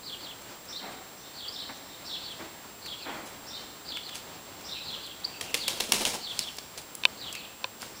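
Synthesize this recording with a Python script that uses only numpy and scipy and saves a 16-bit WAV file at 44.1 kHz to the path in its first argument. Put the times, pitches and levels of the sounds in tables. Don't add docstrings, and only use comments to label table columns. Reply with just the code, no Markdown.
import sys
import numpy as np
from scipy import signal
from scipy.fft import rfft, irfft
from scipy.io import wavfile
from scipy.ndimage import uniform_filter1d

SR = 44100
rng = np.random.default_rng(int(sys.argv[2]) if len(sys.argv) > 2 else 0)


def waveform_to_disk(signal):
    frames = np.transpose(np.atleast_2d(signal))
    scaled = np.clip(frames, -1, 1) * 32767
    samples = np.round(scaled).astype(np.int16)
    wavfile.write(sys.argv[1], SR, samples)


N = 352800
TIME = np.arange(N) / SR

# start_s, first_slap_db, second_slap_db, gap_s, downstroke_db, upstroke_db
WINGBEATS = [(5.411, -21, -24, .003, -42, -50), (5.543, -12, -17, .0066, -36, -47),
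             (5.680, -13, -18, .0038, -33, -45), (5.802, -18.5, -14, .004, -34.5, -40),
             (5.921, -6, -23, .005, -25.5, -30.5), (6.052, -13, -20, .008, -28.5, -34.5)]
# delay_s, rise_s, decay_s, push_db (relative to the feather hiss)
DOWNSTROKE, UPSTROKE = (0.01, .003, 0.05, -7), (.078, 0.015, .024, 0)
# frequency_hz, level_db, t60_s
POCKET_MODES = [(548, -21, 0.036), (960, -22, 0.04)]
# frequency_hz, gain_db
CLAP_SPECTRUM = [(100, -38), (450, -6), (900, -9), (1500, -11.5), (2700, 0.5), (5400, -5), (7000, -8),
                 (10500, -8.5), (13500, -16), (16000, -19)]
FEATHER_SPECTRUM = [(200, -8), (700, -17), (1500, -9.5), (2700, -2.5), (5000, -3), (7500, -5.5),
                    (10500, -9), (15500, -22)]
PUSH_SPECTRUM = [(30, -31), (100, -23), (200, 2.5), (550, 3), (1000, -1), (2500, -21)]
# start_s, level_db, rise_s, decay_s
RUSTLES = [(3.255, -45.5, .008, 0.04), (4.14, -37.5, .016, .026), (6.24, -46.5, 0.11, .2),
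           (6.391, -33.5, .002, 0.022), (6.775, -34, .0024, .014), (7.795, -43.5, .021, 0.066)]
# start_s, level_db, repeat_db, echo_db
CHIRRUPS = [(.02, -39, -40.5, -8.5), (1.329, -42, -47, -2.5), (2.035, -40.5, -39.5, -4),
            (2.807, -39.5, -43.5, -4.5), (3.843, -37.5, -41.5, -6), (4.825, -39.5, -42.5, -2.5),
            (5.561, -36, -46, -6.5), (6.194, -36.5, -36.5, -7), (7.163, -40, -45, -4.5)]
SINGLE_CALLS = { "warble": [(.66, -37, -4.5), (1.13, -56.5, 7), (1.49, -39.5, -.5), (1.8, -58, 8.5),
                (2.026, -40.5, .5), (3.439, -41, 0), (4.619, -39, 1.5), (7.93, -45, -1)],
                "whit": [(1.467, -37.5, -8), (5.23, -32, -11)], "chup": [(2.975, -50, -8),
                (4.72, -48.5, 1.5), (5.31, -49, -3), (5.45, -46.5, -2), (7.315, -44, -2.5)],
                "seep": [(1.15, -59, 6), (1.67, -58, 3)], "tsit": [(.905, -55, -10), (1.3, -61, -3),
                (1.605, -57, -10), (2.305, -54, -8)]}
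CALL_NOTES = { "chirrup": [(-.006, .04, 4500, 4350, 4270, -5.5, 0.065),
              (.026, 0.049, 4650, 4435, 3560, 2.5, 0.047), (.069, .019, 3980, 3604, 2820, 3, .035),
              (.089, 0.046, 3150, 3410, 2450, 3, 0.026)],
              "warble": [(.013, .052, 3690, 5395, 4760, -3, .045),
              (.059, 0.0249, 4800, 3550, 4450, -.3, .026), (.084, .04, 3550, 3850, 4650, 3.5, .02),
              (.124, 0.0239, 3600, 3100, 3100, -5, .025)],
              "whit": [(-.004, .018, 2700, 3597, 4404, -9, .02), (.01, 0.0181, 4350, 4660, 4950, 8, 0.024)],
              "chup": [(0, 0.07, 3100, 2700, 2500, 2.5, 0.059)],
              "seep": [(0, .06, 5500, 5850, 5900, 0, .025)],
              "tsit": [(0, 0.024, 7900, 8680, 8400, 3, .014)]}
# start_s, level_db, focus_hz
CASE_CONTACTS = [(7.0362, -20, 3300), (7.0528, -3, 3010), (7.6428, -18, 3980), (7.644, -19.5, 785)]
# frequency_hz, level_db, t60_s
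CASE_MODES = [(532, -8, 0.044), (1005, -3, 0.031), (1590, -6.5, 0.015), (2450, 2, 0.012),
              (2700, -0.5, 0.014), (3000, -8.5, 0.026), (3630, -1, 0.013), (4350, -0.5, 0.0066),
              (5680, -5, 0.0064), (9600, -12, .004)]
# start_s, level_db, centre_hz, decay_s
DRY_TICKS = [(2.86, -34.5, 3000, .0039), (3.971, -31.5, 2400, 0.0041), (4.092, -35, 2570, .0045),
             (6.3915, -14, 5150, 0.0015), (6.569, -38, 8500, .003), (6.585, -29, 4500, .003),
             (6.584, -33, 710, .0028), (6.952, -28, 9700, 0.0017), (7.327, -33, 7000, .004),
             (7.351, -37, 7000, .005), (7.352, -29.5, 2700, .0029), (7.8194, -28, 6400, 0.00084),
             (7.828, -34, 1260, 0.0049)]
# start_s, level_db, rise_s, decay_s, hollow_hz, hollow_db
THUDS = [(.785, -41.5, .06, 0.12, 760, -4.5), (1.69, -38.5, .0032, 0.026, 280, -6),
         (2.39, -41, 0.014, 0.067, 310, -5.5), (3.052, -37, 0.017, 0.14, 320, -10.5)]
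# frequency_hz, gain_db
THUD_SPECTRUM = [(60, -15), (130, -26), (200, 4), (450, -1.5), (800, 3), (1300, -2), (2100, -2),
                 (3200, -14.5), (6000, -44)]
AIR_SPECTRUM = [(15, -35), (25, -11), (60, -1), (92, 2), (200, 3.5), (315, 4), (400, 2.5), (750, 2),
                (1020, 1.5), (1900, -4), (2840, -5), (4490, -5.5), (7000, -12), (10000, -23)]
HISS_SPECTRUM = [(3000, 0), (7400, 0), (7900, 4), (8400, 1), (10000, -1), (12200, -4), (13600, -.5),
                 (14800, -2.5), (15700, -6.5)]
# time_s, level_db
AIR_LEVELS = [(0, -48.5), (2, -48), (4, -47), (5.2, -46.5), (6.5, -48.5), (8, -47.5)]
# harmonic_number, rms_db
WHINE_PARTIALS = [(1, -57), (2, -57)]
# frequency_hz, t60_s
GARDEN_T60 = [(200, 0.81), (2000, 0.89), (4000, 1), (8000, 0.61), (16000, 0.33)]


def pigeon_wings():
    out = np.zeros(N)
    for start, first_db, second_db, gap, down_db, up_db in WINGBEATS:
        add(out, start, gain_of(first_db) * wing_slap())
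        add(out, start + gap, gain_of(second_db) * wing_slap())
        for db, (delay, rise, decay, push_db) in (down_db, DOWNSTROKE), (up_db, UPSTROKE):
            add(out, start + delay, gain_of(db) * feather_swish(rise, decay, push_db))
    for start, db, rise, decay in RUSTLES:
        add(out, start, gain_of(db) * feather_swish(rise, decay, push_db=-11.5))
    return out


def wing_slap(snap=2.0, clatter=0.56, snap_gap_s=.00035):
    t = TIME[:SR // 8]
    impact = clatter * rng.standard_normal(len(t)) * swell(t, rise_s=0.00091, decay_s=.0028)
    impact[0] += snap
    impact[round(snap_gap_s * rng.uniform(.6, 1.6) * SR)] -= snap
    pop = sum(gain_of(db - 60 * t / t60) * np.sin(2 * np.pi * hz * rng.uniform(0.98, 1.03) * t)
              for hz, db, t60 in POCKET_MODES)
    click = minimum_phase_click(CLAP_SPECTRUM, tilt_db=-0.4)
    return signal.fftconvolve(impact, click)[:len(t)] + pop


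def feather_swish(rise_s, decay_s, push_db, grain_db=2.0):
    t = TIME[:SR // 2]
    barbs = rng.standard_normal(len(t)) * gain_of(grain_db * wander(len(t), 350))
    push = gain_of(push_db) * coloured(rng.standard_normal(len(t)), PUSH_SPECTRUM)
    return (coloured(barbs, FEATHER_SPECTRUM) + push) * swell(t, rise_s, decay_s)


def small_birds(repeat_s=.169, repeat_echo_db=-5, repeat_fade_db_per_s=25):
    calls = [(kind, *row, 0) for kind, rows in SINGLE_CALLS.items() for row in rows]
    for start, db, repeat_db, echo_db in CHIRRUPS:
        calls.append(("chirrup", start, db, echo_db, 0))
        calls.append(("chirrup", start + repeat_s, repeat_db,
                      echo_db + repeat_echo_db, repeat_fade_db_per_s))
    out = np.zeros(N)
    for kind, start, db, echo_db, fade in calls:
        voice = gain_of(db) * syrinx(kind, fade)
        direct = voice if kind == "whit" else branch_scatter(voice)
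        add(out, start, direct)
        add(out, start, gain_of(echo_db) * garden_echoes(np.pad(voice, (0, SR // 2))))
    return out


def syrinx(kind, fade_db_per_s, flutter_db=2.5, overtone_db=-30, second_db=-11, second_ratio=1.2):
    out = np.zeros(SR // 5)
    for offset, length, from_hz, via_hz, to_hz, db, rasp in CALL_NOTES[kind]:
        size = round(length * SR)
        progress = np.linspace(0, 1, size)
        arc = np.polyfit([0, .5, 1], [from_hz, via_hz, to_hz], 2)
        pitch_hz = np.polyval(arc, progress) * (1 + .01 * rng.standard_normal())
        waver, second_gain, flutter = (wander(len(out), hz)[:size] for hz in (566, 190, 330))
        phase = 2 * np.pi * np.cumsum(pitch_hz * (1 + rasp * waver)) / SR
        low_notes = uniform_filter1d((pitch_hz * second_ratio < 4900) * 1., SR // 300)
        voice = np.sin(phase) + gain_of(overtone_db) * np.sin(2 * phase)
        voice += gain_of(second_db) * np.sin(second_ratio * phase) * second_gain * low_notes
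        envelope = abs(np.sin(np.pi * progress ** 1.4)) ** 0.91
        level_db = db + flutter_db * flutter - fade_db_per_s * offset
        add(out, offset, voice * envelope * gain_of(level_db))
    return out


def branch_scatter(x, scatter=.5, count=6):
    paths = np.zeros(SR // 40)
    strengths = scatter * rng.choice([-1., 1.], count) / np.sqrt(count)
    paths[rng.integers(SR // 1000, len(paths), count)] = strengths
    paths[0] = 1
    return signal.fftconvolve(x, paths / np.linalg.norm(paths))


def case_clicks(contact_s=0.0002, falloff_db_per_octave=8):
    out, t = np.zeros(N), TIME[:SR // 16]
    for start, db, focus_hz in CASE_CONTACTS:
        ring = np.zeros(len(t))
        for k, (hz, mode_db, t60) in enumerate(CASE_MODES):
            drive_db = mode_db - falloff_db_per_octave * abs(np.log2(hz / focus_hz))
            ring += (-1) ** k * gain_of(drive_db - 60 * t / t60) * np.sin(2 * np.pi * hz * t)
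        add(out, start, gain_of(db) * ring * np.minimum(t / contact_s, 1))
    return out


def dry_ticks(q=1.6, faint_per_s=1.2, faint_db=-47, faint_decay_s=.006):
    out, t = np.zeros(N), TIME[:SR // 8]
    faint_starts = TIME[rng.random(N) < faint_per_s / SR]
    faint = [(start, faint_db, 7500 * rng.uniform(0.71, 1.2), faint_decay_s) for start in faint_starts]
    for start, db, hz, decay in DRY_TICKS + faint:
        crackle = signal.lfilter(*signal.iirpeak(hz, q, SR), rng.standard_normal(len(t)))
        add(out, start, gain_of(db) * unit_rms(crackle) * swell(t, 0.00022, decay))
    return out


def distant_thuds(width_hz=40):
    out, t = np.zeros(N), TIME[:SR]
    tail = gain_of(-13.5) * swell(t, rise_s=.15, decay_s=0.17)
    for start, db, rise, decay, hollow_hz, hollow_db in THUDS:
        phase = 2 * np.pi * hollow_hz * t
        hollow = unit_rms(wander(SR, width_hz) * np.cos(phase) + wander(SR, width_hz) * np.sin(phase))
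        burst = coloured(rng.standard_normal(SR), THUD_SPECTRUM) + gain_of(hollow_db) * hollow
        add(out, start, gain_of(db) * burst * np.hypot(swell(t, rise, decay), tail))
    return out


def garden_air(drift_db=1.35):
    level_db = np.interp(TIME, *np.transpose(AIR_LEVELS)) + drift_db * wander(N, 7.5)
    return gain_of(level_db) * coloured(rng.standard_normal(N), AIR_SPECTRUM)


def microphone_hiss(level_db=-54.8):
    return gain_of(level_db) * coloured(rng.standard_normal(N), HISS_SPECTRUM)


def camera_whine(pitch_hz=7568.6, frames_per_s=30, first_frame_s=.0066):
    phase = 2 * np.pi * pitch_hz * ((TIME - first_frame_s) % (1 / frames_per_s))
    return sum(gain_of(db) * np.sqrt(2) * np.sin(k * phase) for k, db in WHINE_PARTIALS)


def garden_echoes(x, wall_gain=0.62, count=14):
    taps = rng.choice([-1., 1.], SR) * (rng.random(SR) < .08)
    onset = np.minimum(TIME[:SR] / 0.013, 1)
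    hz, t, bands = signal.stft(taps * onset, SR, nperseg=256)
    decay = gain_of(-60 * t / log_interp(GARDEN_T60, hz)[:, None])
    response = signal.istft(bands * decay, SR, nperseg=256)[1]
    response /= np.linalg.norm(response)
    wall_delays = rng.integers(SR // 200, SR // 16, count)
    response[wall_delays] += wall_gain * rng.choice([-1., 1.], count) / np.sqrt(count)
    return signal.fftconvolve(x, response / np.linalg.norm(response))[:N]


def minimum_phase_click(spectrum, tilt_db, size=2048):
    hz = abs(np.fft.fftfreq(size, 1 / SR))
    log_gain = np.log(gain_of(log_interp(spectrum, hz) + tilt_db * np.log2(hz / 3000 + 0.076)))
    click = np.fft.ifft(np.exp(np.conj(signal.hilbert(log_gain)))).real[:size // 2]
    return click / np.linalg.norm(click)


def coloured(x, spectrum):
    hz = np.fft.rfftfreq(len(x), 1 / SR)
    return unit_rms(irfft(rfft(x) * gain_of(log_interp(spectrum, hz)), len(x)))


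def wander(size, cutoff_hz):
    hz = np.fft.rfftfreq(size, 1 / SR)
    return unit_rms(irfft(rfft(rng.standard_normal(size)) / (1 + (hz / cutoff_hz) ** 4), size))


def swell(t, rise_s, decay_s):
    return np.minimum(t / rise_s, 1) * np.exp(-np.maximum(t - rise_s, 0) / decay_s)


def log_interp(points, hz):
    point_hz, values = np.transpose(points)
    return np.interp(np.log(hz + 1), np.log(point_hz + 1), values)


def gain_of(db):
    return 10 ** (np.asarray(db) / 20)


def unit_rms(x):
    return x / np.sqrt(np.mean(x ** 2) + 1e-20)


def add(mix, start_s, sound):
    part = mix[max(round(start_s * SR), 0):][:len(sound)]
    part += sound[:len(part)]


def scene():
    near = pigeon_wings() + dry_ticks()
    mono = near + gain_of(-12) * garden_echoes(near) + small_birds() + case_clicks()
    mono += distant_thuds() + garden_air() + microphone_hiss() + camera_whine()
    return np.array([mono, mono])


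def record(dry, ceiling=0.63, threshold_db=-13, recovery_db_per_s=220, cutoff_hz=15850):
    power = signal.lfilter([1 / 64], [1, 1 / 64 - 1], dry[0] ** 2)
    recovery_db = TIME * recovery_db_per_s
    held_db = np.maximum.accumulate(10 * np.log10(power + 1e-12) + recovery_db) - recovery_db
    over_db = np.maximum(held_db - threshold_db, 0)
    duck_db = signal.lfilter([1 / 80], [1, 1 / 80 - 1], over_db)
    limited = np.clip(dry / gain_of(duck_db), -ceiling, ceiling)
    low_pass = signal.firwin(511, cutoff_hz, window=("kaiser", 9), fs=SR)
    return signal.oaconvolve(limited, low_pass[None], "same", axes=1)


dry = scene()
out = record(dry)
waveform_to_disk(out)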